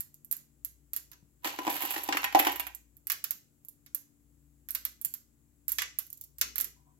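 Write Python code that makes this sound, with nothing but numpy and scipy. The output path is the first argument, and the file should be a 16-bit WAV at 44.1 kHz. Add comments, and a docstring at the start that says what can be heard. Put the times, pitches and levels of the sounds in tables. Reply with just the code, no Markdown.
"""A small kitchen: hard candies are scraped out of a thin plastic bowl and dropped onto batter in a pan.
Their sugar shells tick against each other, and some clack on the metal, which rings. The bowl rattles
as candies hit and slide along its wall, and knocks under the fingers. Near the end, fingers press softly
into the batter. The room rings briefly after each click, over a low appliance hum. It is all heard
through a stereo microphone close above."""
import sys
import numpy as np
from scipy import signal
from scipy.fft import rfft, irfft, next_fast_len
from scipy.io import wavfile

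SR = 44100
rng = np.random.default_rng(int(sys.argv[2]) if len(sys.argv) > 2 else 0)


def waveform_to_disk(signal):
    """Save audio, clipped to [-1, 1], as 16-bit WAV at the path in sys.argv[1]."""
    frames = np.transpose(np.atleast_2d(signal))
    scaled = np.clip(frames, -1, 1) * 32767
    samples = np.round(scaled).astype(np.int16)
    wavfile.write(sys.argv[1], SR, samples)


N = 308259
TIME = np.arange(N) / SR
HIT_SAMPLES = 4096
HIT_AGE, HIT_HZ = np.arange(HIT_SAMPLES) / SR, np.fft.rfftfreq(HIT_SAMPLES, 1 / SR)

# Modes are the notes an object rings at; a wider one dies sooner.
# For a candy's shell, the bowl's wall and its rim: (pitch [Hz], width [Hz], level [dB])
SHELL_MODES = [(12200, 1300, 0), (13200, 1500, -4), (14600, 1500, -12)]
WALL_MODES = [(1350, 46, -14), (1850, 29, 2), (2391, 460, -4.5), (2820, 34, 3.5), (3060, 22, -5.5),
              (3180, 30, 0), (4500, 150, -12.5)]
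RIM_MODES = [(959, 40, 1.5), (1012, 16, -2), (790, 100, -5.5)]
# Tone colour of the sharp crack of a hit on shell or wall: (frequency [Hz], level [dB])
SHELL_CRACK = [(200, -39.5), (900, -27), (1800, -31.5), (4000, -39), (7500, -6), (9200, -26.5), (11000, -3),
               (12500, 6), (15500, -14.5)]
WALL_CRACK = [(100, -33), (250, -7.5), (700, -9), (1300, 0), (3000, 0.5), (4200, -1), (7500, -4.5),
              (9500, -17.5), (16000, -30)]


def gain(db):
    """Turns decibels into a factor to multiply by."""
    return 10 ** (np.asarray(db) / 20)


def curve(points, hz):
    """Reads between a table's rows, with frequency spaced in octaves."""
    f, values = np.transpose(points)
    return np.interp(np.log(np.maximum(hz, 1)), np.log(f), values)


def unit(x):
    """Scales a signal to an average power of 1."""
    return x / np.sqrt(np.mean(x ** 2))


def add(out, s, sound):
    """Mixes a short sound in at s seconds."""
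    i = max(0, int(s * SR))
    n = max(0, min(sound.shape[-1], N - i))
    out[:, i:i + n] += sound[..., :n]


def sharp_filter(db):
    """A filter with these levels whose sound starts sharply, then fades (minimum phase)."""
    cepstrum = irfft(np.asarray(db) * np.log(10) / 20)
    cepstrum[1:HIT_SAMPLES // 2] *= 2
    cepstrum[HIT_SAMPLES // 2 + 1:] = 0
    return np.exp(rfft(cepstrum))


def colour(points):
    """A sharp filter drawn from (frequency [Hz], level [dB]) points."""
    return sharp_filter(curve(points, HIT_HZ))


def resonances(modes, tuning=1):
    """A filter that rings at these modes, each pitch multiplied by tuning."""
    f = HIT_HZ
    hz, width, db = np.transpose(modes)[:, :, None]
    return np.sum(gain(db) * 1j * f * width / ((hz * tuning) ** 2 - f ** 2 + 1j * f * width), axis=0)


def body(modes, crack, ring_db, tuning=1):
    """A struck object answers with a broad crack plus its ringing notes."""
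    return colour(crack) + gain(ring_db) * resonances(modes, tuning)


def blow(response, db, scatter_db, fade_s, touch_s=.0001, span_s=0.0046):
    """A gritty touch, then echoes in hand, dish and counter; db is its level if spread over span_s."""
    noise = rng.standard_normal((3, HIT_SAMPLES))
    contact = noise[0] * np.exp(-HIT_AGE / touch_s)
    contact[0] = 2  # a sharp first edge
    echoes = gain(scatter_db) * unit(noise[1:] * np.exp(-HIT_AGE / fade_s))
    fade_out = np.minimum(1, 2 * (1 - HIT_AGE / HIT_AGE[-1]))
    sound = irfft(rfft(unit(contact) + echoes) * response) * fade_out
    return unit(sound) * gain(db) * np.sqrt(span_s * SR / HIT_SAMPLES)


def uneven(start, length, per_s):
    """Loosely spaced contacts, each a time and a random strength around 0."""
    chance = rng.standard_normal((32, 2))
    delays = np.abs(np.arange(32) + .3 * chance[:, 0]) / per_s
    return [(start + delay, strength) for delay, strength in zip(delays, chance[:, 1]) if delay < length]


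def wander(per_s):
    """A slow random drift, roughly between -1 and 1."""
    return np.interp(TIME * per_s, np.arange(256), rng.standard_normal(256))


def appliance_hum(rumble_db, hiss_db):
    """An appliance hums and rumbles, louder on the left, along with a faint hiss."""
    # swells of the mains hum: (time [s], level [dB])
    mains_levels = [(0.0, -78), (0.41, -78), (0.66, -66), (1.6, -74.5), (2.67, -62), (3.5, -84.5),
                    (3.93, -73.5), (3.99, -102), (4.24, -68.5), (4.92, -66), (5.06, -75.5), (5.66, -71),
                    (5.72, -61.5), (6.17, -76.5), (6.46, -60), (6.99, -74)]
    # other low tones: (pitch [Hz], level [dB])
    tones = [(90, -81.5), (145, -77.5), (231, -83.5), (288.5, -79)]
    # tone colour of the rumble and the hiss: (frequency [Hz], level [dB])
    rumble_colour = [(20, -9), (40, -2.5), (80, 0), (130, 6), (200, -5.5), (310, -0.5), (400, -9.5),
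                     (520, -16.5), (800, -25.5), (1500, -30.5), (5000, -44.5)]
    hiss_colour = [(500, -1.5), (1500, -5.5), (4000, -9.5), (5900, -7), (6700, 0), (7700, 4), (9300, -9),
                   (10700, 3), (12500, -0.5), (15500, -0.5)]
    mains_db = np.interp(TIME, *np.transpose(mains_levels))
    mains_hz = 60 + 1.9 * wander(8.7)
    hum = gain(mains_db) * np.sin(2 * np.pi * np.cumsum(mains_hz) / SR)
    for hz, db in tones:
        hum += gain(db + 3.5 * wander(2.9)) * np.sin(2 * np.pi * hz * TIME + 0.31 * wander(3.2))
    size = next_fast_len(N + HIT_SAMPLES, real=True)
    f = np.fft.rfftfreq(size, 1 / SR)
    noise = rfft(rng.standard_normal((3, size)))  # left, right, shared
    rumble = unit(irfft((noise[2] + 0.87 * noise[:2]) * gain(curve(rumble_colour, f)))[:, :N])
    left_db = curve([(4500, -4.0), (6800, 8), (8000, 9.5), (11000, 2), (15000, -1.5)], f)
    hiss_gains = gain(curve(hiss_colour, f) + left_db * np.array([[.5], [-.5]]))
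    hiss = unit(irfft(noise[:2] * hiss_gains)[:, :N])
    return (np.sqrt(2) * hum + gain(rumble_db) * rumble) * gain([[3.5], [-5]]) + gain(hiss_db) * hiss


def shell_tick(db, scatter_db):
    """A sugar shell rings high and briefly, each at its own pitch, and chatters once before it rests."""
    shell = body(SHELL_MODES, SHELL_CRACK, ring_db=3, tuning=1 + .014 * rng.standard_normal())
    chatter = 1 + .3 * np.exp(-2j * np.pi * HIT_HZ * rng.uniform(.002, .009))
    return blow(shell * chatter, db, scatter_db, fade_s=.006, touch_s=.0003)


def candy_landing(shell_db, clack_db, db_per_octave, left_db, ring_db=-2.5):
    """A shell ticks and the pan clacks; the default ring_db is for metal muffled by batter."""
    # the metal pan's notes: (pitch [Hz], width [Hz], level [dB])
    pan_modes = [(1175, 28, -4.5), (1734, 100, 0.5), (2030, 450, -0.5), (2503, 110, -1), (2870, 36, 3),
                 (3340, 24, 4), (5800, 70, -22), (6040, 150, -21), (7160, 425, -7)]
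    # tone colour of its crack: (frequency [Hz], level [dB])
    pan_crack = [(150, -21.5), (500, -18), (720, -14), (900, -17), (1200, -2), (2500, -6.5), (4500, -0.5),
                 (7300, 1), (9200, -29.5), (16000, -25.5)]
    octaves = np.log2(np.clip(HIT_HZ, 1000, 8000) / 2000)
    pan = body(pan_modes, pan_crack, ring_db) * sharp_filter(db_per_octave * octaves)
    clack = blow(pan, clack_db, scatter_db=6.5, fade_s=0.011, touch_s=0.0076)
    return (shell_tick(shell_db, scatter_db=0.5) + clack) * gain([[left_db / 2], [-left_db / 2]])


def candies_on_batter():
    """Candies fall on the batter and on one another, and each hops once."""
    # landings: (time [s], shell tick [dB], clack [dB])
    landings = [(0.0058, -29, -50), (0.2472, -44, -82), (0.3127, -25, -48.5), (0.3256, -25.5, -46),
                (0.367, -38.5, -62.5), (0.6483, -28.5, -52), (0.9335, -29, -45), (0.9637, -25.5, -42),
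                (1.116, -47, -53), (1.132, -53.5, -53), (2.7487, -35.5, -69), (2.9685, -51, -80),
                (3.07, -29.5, -46.5), (3.241, -25.5, -35.5), (3.308, -23.5, -39.5), (3.6493, -47, -81),
                (3.6852, -39.5, -88), (3.8624, -52, -55), (3.9475, -25, -47), (4.6874, -36.5, -46.5),
                (4.7072, -28, -51), (4.7497, -23, -35), (4.8516, -24.5, -37), (5.0142, -35.5, -61),
                (5.0487, -22, -47), (5.139, -29.5, -48), (5.6812, -25, -45), (5.6929, -29.5, -48),
                (5.7194, -22.5, -43.5), (5.9876, -24.5, -39.5), (6.3836, -39.5, -56), (6.5576, -29, -40),
                (6.5812, -24, -36), (6.601, -29, -36), (6.61, -21.5, -42), (6.644, -30, -44.5)]
    out = np.zeros((2, N))
    for s, shell_db, clack_db in landings:
        add(out, s, candy_landing(shell_db, clack_db, db_per_octave=0.4, left_db=-2))
        hop = gain(-13) * candy_landing(shell_db, clack_db, db_per_octave=-3.0, left_db=3.0)
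        add(out, s + 0.0073 * rng.uniform(.5, 1.1), hop)
    return out


def candies_in_fist():
    """Candies shift in the hand and tick faintly, some louder than others."""
    # shifts: (start [s], length [s], ticks [per s], level [dB])
    shifts = [(0.118, 0.05, 10, -52), (6.059, 0.2, 28, -45.5)]
    out = np.zeros((2, N))
    for start, length, per_s, db in shifts:
        for s, strength in uneven(start, length, per_s):
            add(out, s, gain(5 * strength) * candy_landing(db, db - 17, db_per_octave=10.5, left_db=0))
    return out


def soft_rubs(rubs, modes):
    """Gentle pushes: rubbing noise swells and fades in a dish's own notes."""
    out = np.zeros((2, N))
    for s, db, length in rubs:
        ring = unit(signal.oaconvolve(rng.standard_normal(SR), irfft(resonances(modes) ** 2))[:SR])
        age = TIME[:SR] / length
        add(out, s, ring * gain(db) * 2 * age * np.exp(1 - 2 * age))
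    return out


def bowl_nudges():
    """The bowl is shifted lightly, and its rim rings softly."""
    # nudges: (time [s], level [dB], length [s])
    nudges = [(1.105, -71.5, 0.037), (6.759, -72, 0.05), (6.859, -64, 0.035)]
    return soft_rubs(nudges, RIM_MODES)


def counter_bumps():
    """Soft bumps make the counter thud at its low notes."""
    # bumps: (time [s], level [dB])
    bumps = [(1.227, -58.5), (1.674, -51), (2.35, -55), (3.351, -66), (5.059, -60)]
    out = np.zeros((2, N))
    counter = resonances([(85, 40, -1.5), (145, 41, 7), (187.0, 40, 4)]) * resonances([(125, 150, 0)])
    for s, db in bumps:
        add(out, s, blow(counter, db, scatter_db=-12, fade_s=0.0092, span_s=0.013))
    return out


def strike_bowl(shell_db, wall_db, centre_hz, hollow_db, flex_db):
    """One blow sounds a candy, the thin wall, the bowl's hollow and its low bending notes."""
    # the bowl's hollow notes and bending notes: (pitch [Hz], width [Hz], level [dB])
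    hollow_modes = [(792, 44, 0), (835.8, 140, -4), (985, 27, 5)]
    flex_modes = [(293.7, 30, -2.5), (303, 100, -7), (480, 90, -12), (533, 62, -7)]
    tuning = 1 + .03 * rng.standard_normal()  # the grip changes the wall's stiffness
    # where the blow lands decides which of the wall's notes ring most
    spot = [(centre_hz / 4, -7), (centre_hz * .8, 0), (centre_hz * 0.96, -1.5), (centre_hz * 1.8, -9.5)]
    plastic = body(WALL_MODES, WALL_CRACK, ring_db=6.0, tuning=tuning) * colour(spot)
    wall = blow(plastic, wall_db, scatter_db=3, fade_s=.006, touch_s=.003)
    # a heavy push stays in contact longer and favours the lowest hollow note
    heaviness = np.clip((hollow_db + 27) / 14, 0, 1)
    contact = sharp_filter(heaviness * curve([(600, -1.5), (780, 6.0), (1000, -14.5)], HIT_HZ))
    hollow_ring = resonances(hollow_modes, np.sqrt(tuning)) * resonances([(900, 450, 0)]) * contact
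    hollow = blow(hollow_ring, hollow_db, scatter_db=-4.0, fade_s=0.015, touch_s=.00003, span_s=0.0079)
    # a small bowl gives off little bass, and soft fingers add no sharp edge
    flex_ring = resonances(flex_modes, tuning) * colour([(170, -22), (270, -1.5), (400, 0), (1200, -22)])
    flex = blow(flex_ring, flex_db, scatter_db=-16.5, fade_s=0.0074, touch_s=.00003, span_s=0.0055)
    return shell_tick(shell_db, scatter_db=9.5) + wall + hollow + flex


def wall_rattle(shell_db, wall_db):
    """A candy hits the wall: a glancing blow sounds higher, a hard one brings out the low notes."""
    centre_hz = 2500 * 2 ** (0.022 * (shell_db - wall_db))
    force_db = 0.54 * (wall_db + 30)
    return strike_bowl(shell_db, wall_db, centre_hz, hollow_db=force_db - 40, flex_db=force_db - 56)


def candies_on_wall():
    """Each candy strikes the bowl's springy wall twice in quick succession."""
    # hits: (time [s], shell tick [dB], wall rattle [dB])
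    hits = [(1.4454, -38, -31.5), (1.471, -47, -39), (1.6996, -30.5, -36.5), (1.7643, -31, -34),
            (1.821, -28.5, -32.5), (1.8475, -39, -44), (1.9065, -26, -32.5), (1.938, -46, -35.5),
            (1.9614, -47.5, -32), (1.981, -37.5, -37.5), (2.035, -29.5, -49), (2.125, -46, -22.5),
            (2.17, -29, -21.5), (2.231, -48, -31), (2.242, -27, -22), (2.325, -43.5, -37.5),
            (2.391, -23, -24), (2.396, -19.5, -21.5), (2.4492, -31, -26), (2.47, -28, -22.5),
            (2.4916, -43, -33.5), (2.518, -32.5, -41.5), (2.559, -32, -37.5), (2.5972, -25.5, -29.5),
            (2.6677, -33.5, -37.5)]
    out = np.zeros((2, N))
    hop = gain(-5.5)
    share = 1 / np.hypot(1, hop)  # the two contacts share the blow's energy
    for s, shell_db, wall_db in hits:
        add(out, s, share * wall_rattle(shell_db, wall_db))
        add(out, s + 0.0045 * rng.uniform(0.45, 1.5), share * hop * wall_rattle(shell_db, wall_db))
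    return out


def scrape(modes, crack, size, per_s, spread_db, detune, points=8):
    """Scraping is many tiny uneven slips; each contact point has its own tone."""
    out = 0
    for _ in range(points):
        strengths = gain(spread_db * np.minimum(rng.exponential(size=size), 4))
        signs = rng.choice([-1, 1], size)
        slips = (rng.random(size) < per_s / points / SR) * strengths * signs
        response = body(modes, crack, ring_db=0, tuning=1 + detune * rng.standard_normal())
        grain = blow(response, 0, scatter_db=0, fade_s=.002, touch_s=.0007)
        out = out + signal.oaconvolve(slips[None], grain[:, :HIT_SAMPLES // 2], axes=1)[:, :size]
    return unit(out)


def finger_strokes():
    """Fingers drag candies along the plastic, so they scrape and tumble."""
    # strokes: (start [s], hold [s], shell level [dB], wall level [dB])
    strokes = [(1.448, 0.022, -40, -37.5), (1.484, 0.22, -56.5, -53.5), (1.698, 0.28, -41, -45.5),
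               (2.011, 0.24, -51.5, -53), (2.361, 0.17, -47, -49.5)]
    # tone colour of the bowl's air and rim when rubbed: (frequency [Hz], level [dB])
    rub_colour = [(150, -32.5), (300, -16), (500, -20), (1000, -21), (2500, -17.5), (6000, -46)]
    out = np.zeros((2, N))
    first_s, size = strokes[0][0] - .05, 3 * SR // 2  # one stretch of scraping covers all strokes
    rise_s, fall_s = 0.0055, 0.025
    shells = scrape(SHELL_MODES, SHELL_CRACK, size, per_s=450, spread_db=2.5, detune=0.012)
    wall = scrape(WALL_MODES, WALL_CRACK, size, per_s=580, spread_db=2.5, detune=0.031)
    rim = gain(-3) * scrape(RIM_MODES, rub_colour, size, per_s=700, spread_db=2.2, detune=.02, points=3)
    for start, hold, shell_db, wall_db in strokes:
        age = first_s + TIME[:size] - start
        effort = np.exp(np.minimum(age, 0) / rise_s - np.maximum(age - hold, 0) / fall_s)
        add(out, first_s, effort * (shells * gain(shell_db) + (wall + rim) * gain(wall_db)))
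        for s, strength in uneven(start, hold, per_s=30):  # candies tip over
            add(out, s, gain(3.5 + 4.5 * strength) * wall_rattle(shell_db, wall_db))
    return out


def finger_knocks():
    """Fingers knock the bowl; the harder the knock, the more its hollow note stands out."""
    # knocks: (time [s], hollow note [dB])
    knocks = [(1.457, -37), (1.5882, -32), (1.668, -30.5), (1.6771, -25), (1.835, -40), (1.964, -38.5),
              (2.0883, -25.5), (2.148, -35.5), (2.3482, -12), (2.354, -21), (2.398, -24.5), (2.4677, -22)]
    out = np.zeros((2, N))
    for s, db in knocks:
        force_db = 0.5 * (db + 28)
        add(out, s, strike_bowl(shell_db=force_db - 41, wall_db=force_db - 31.5, centre_hz=1960,
                                hollow_db=db, flex_db=force_db - 32.5))
    return out


def candies_on_metal():
    """A few candies hit the bare pan, which rings more with no batter to muffle it."""
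    # hits: (time [s], shell tick [dB], clack [dB], brightness [dB per octave],
    #        left minus right [dB], ring [dB])
    hits = [(3.0999, -23.5, -28.5, -0.5, -2, 1), (3.1189, -23, -32.5, 1, -2, 7.5),
            (5.7849, -31, -24, 3, -6.5, 8.5), (5.8195, -33, -28.5, 2, -8, 13.5),
            (6.4123, -19.5, -22.5, 1.5, -0.5, -1)]
    out = np.zeros((2, N))
    for s, *hit in hits:
        add(out, s, candy_landing(*hit))
    return out


def batter_presses():
    """Fingers press into the batter, and the filled pan gives with a dull sound."""
    # presses: (time [s], level [dB], length [s])
    presses = [(6.42, -64.5, 0.077), (6.58, -62.5, 0.061)]
    # the filled pan's notes: (pitch [Hz], width [Hz], level [dB])
    batter_modes = [(239, 81, 1), (365, 170, -6)]
    return soft_rubs(presses, batter_modes)


def kitchen_echo(x, build_s):
    """Reflections build up quickly, then die away at a different speed in each frequency band."""
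    # how long the room rings: (frequency [Hz], time to fade by 60 dB [s])
    ring_times = [(280, 0.36), (800, 0.23), (2500, 0.33), (6000, 0.3359), (12500, 0.22), (16000, 0.25)]
    # tone colour of the echo: (frequency [Hz], level [dB])
    echo_colour = [(100, -13), (400, -2), (900, -4.5), (2000, -4), (7000, -4.5), (12500, -12),
                   (16000, -14.5)]
    size = 8 * HIT_SAMPLES
    t, f = np.arange(size) / SR, np.fft.rfftfreq(size, 1 / SR)
    mid, side = rfft(rng.standard_normal((2, size)))
    width = np.minimum(f / 1100, 1)  # long waves reach left and right alike
    noise = (mid + width * side * np.array([[1], [-1]])) / np.sqrt(1 + width ** 2)
    noise *= gain(curve(echo_colour, f))
    tail = 0
    for band_hz, ring_s in ring_times:
        band = curve([(hz, hz == band_hz) for hz, _ in ring_times], f)
        fade = 1000 ** (-t / ring_s) * np.clip(t / build_s - .5, 0, 1)
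        tail = tail + irfft(noise * band) * fade / np.sqrt(np.sum(fade ** 2))
    return signal.fftconvolve(x.mean(0)[None], tail, axes=1)[:, :N]


def microphone(x, lag_s):
    """Sound reaches the microphone's right opening first, and each opening has its own tone."""
    # balance of the two openings: (frequency [Hz], left minus right [dB])
    balance = [(60, 9.5), (200, 8), (380, 3), (700, -1), (2400, -3.5), (4400, 0.5), (7500, 7), (9500, 1.5),
               (12500, -14), (15500, 0.5)]
    gains = gain(curve(balance, HIT_HZ) * np.array([[.5], [-.5]]))
    gains /= np.sqrt(np.mean(gains ** 2, axis=0))
    delay = np.exp(-2j * np.pi * HIT_HZ * np.array([[lag_s], [0]]))
    middle = HIT_SAMPLES // 2
    response = np.roll(irfft(gains * delay), middle, axis=1)
    return signal.oaconvolve(x, response, axes=1)[:, middle:middle + N]


def scene():
    """Candies, bowl and pan sound in the kitchen, over the hum."""
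    near = candies_on_batter() + candies_in_fist() + bowl_nudges() + counter_bumps() + candies_on_wall()
    near += finger_strokes() + finger_knocks() + candies_on_metal() + batter_presses()
    echo = kitchen_echo(near, build_s=0.0077)
    return microphone(near + echo, lag_s=.00025) + appliance_hum(rumble_db=-73.0, hiss_db=-74.0)


def record(dry):
    """A steep filter cuts off the highest treble."""
    top_hz = 15850
    return signal.sosfilt(signal.ellip(10, .2, 70, top_hz, fs=SR, output="sos"), dry)


dry = scene()
out = record(dry)
waveform_to_disk(out)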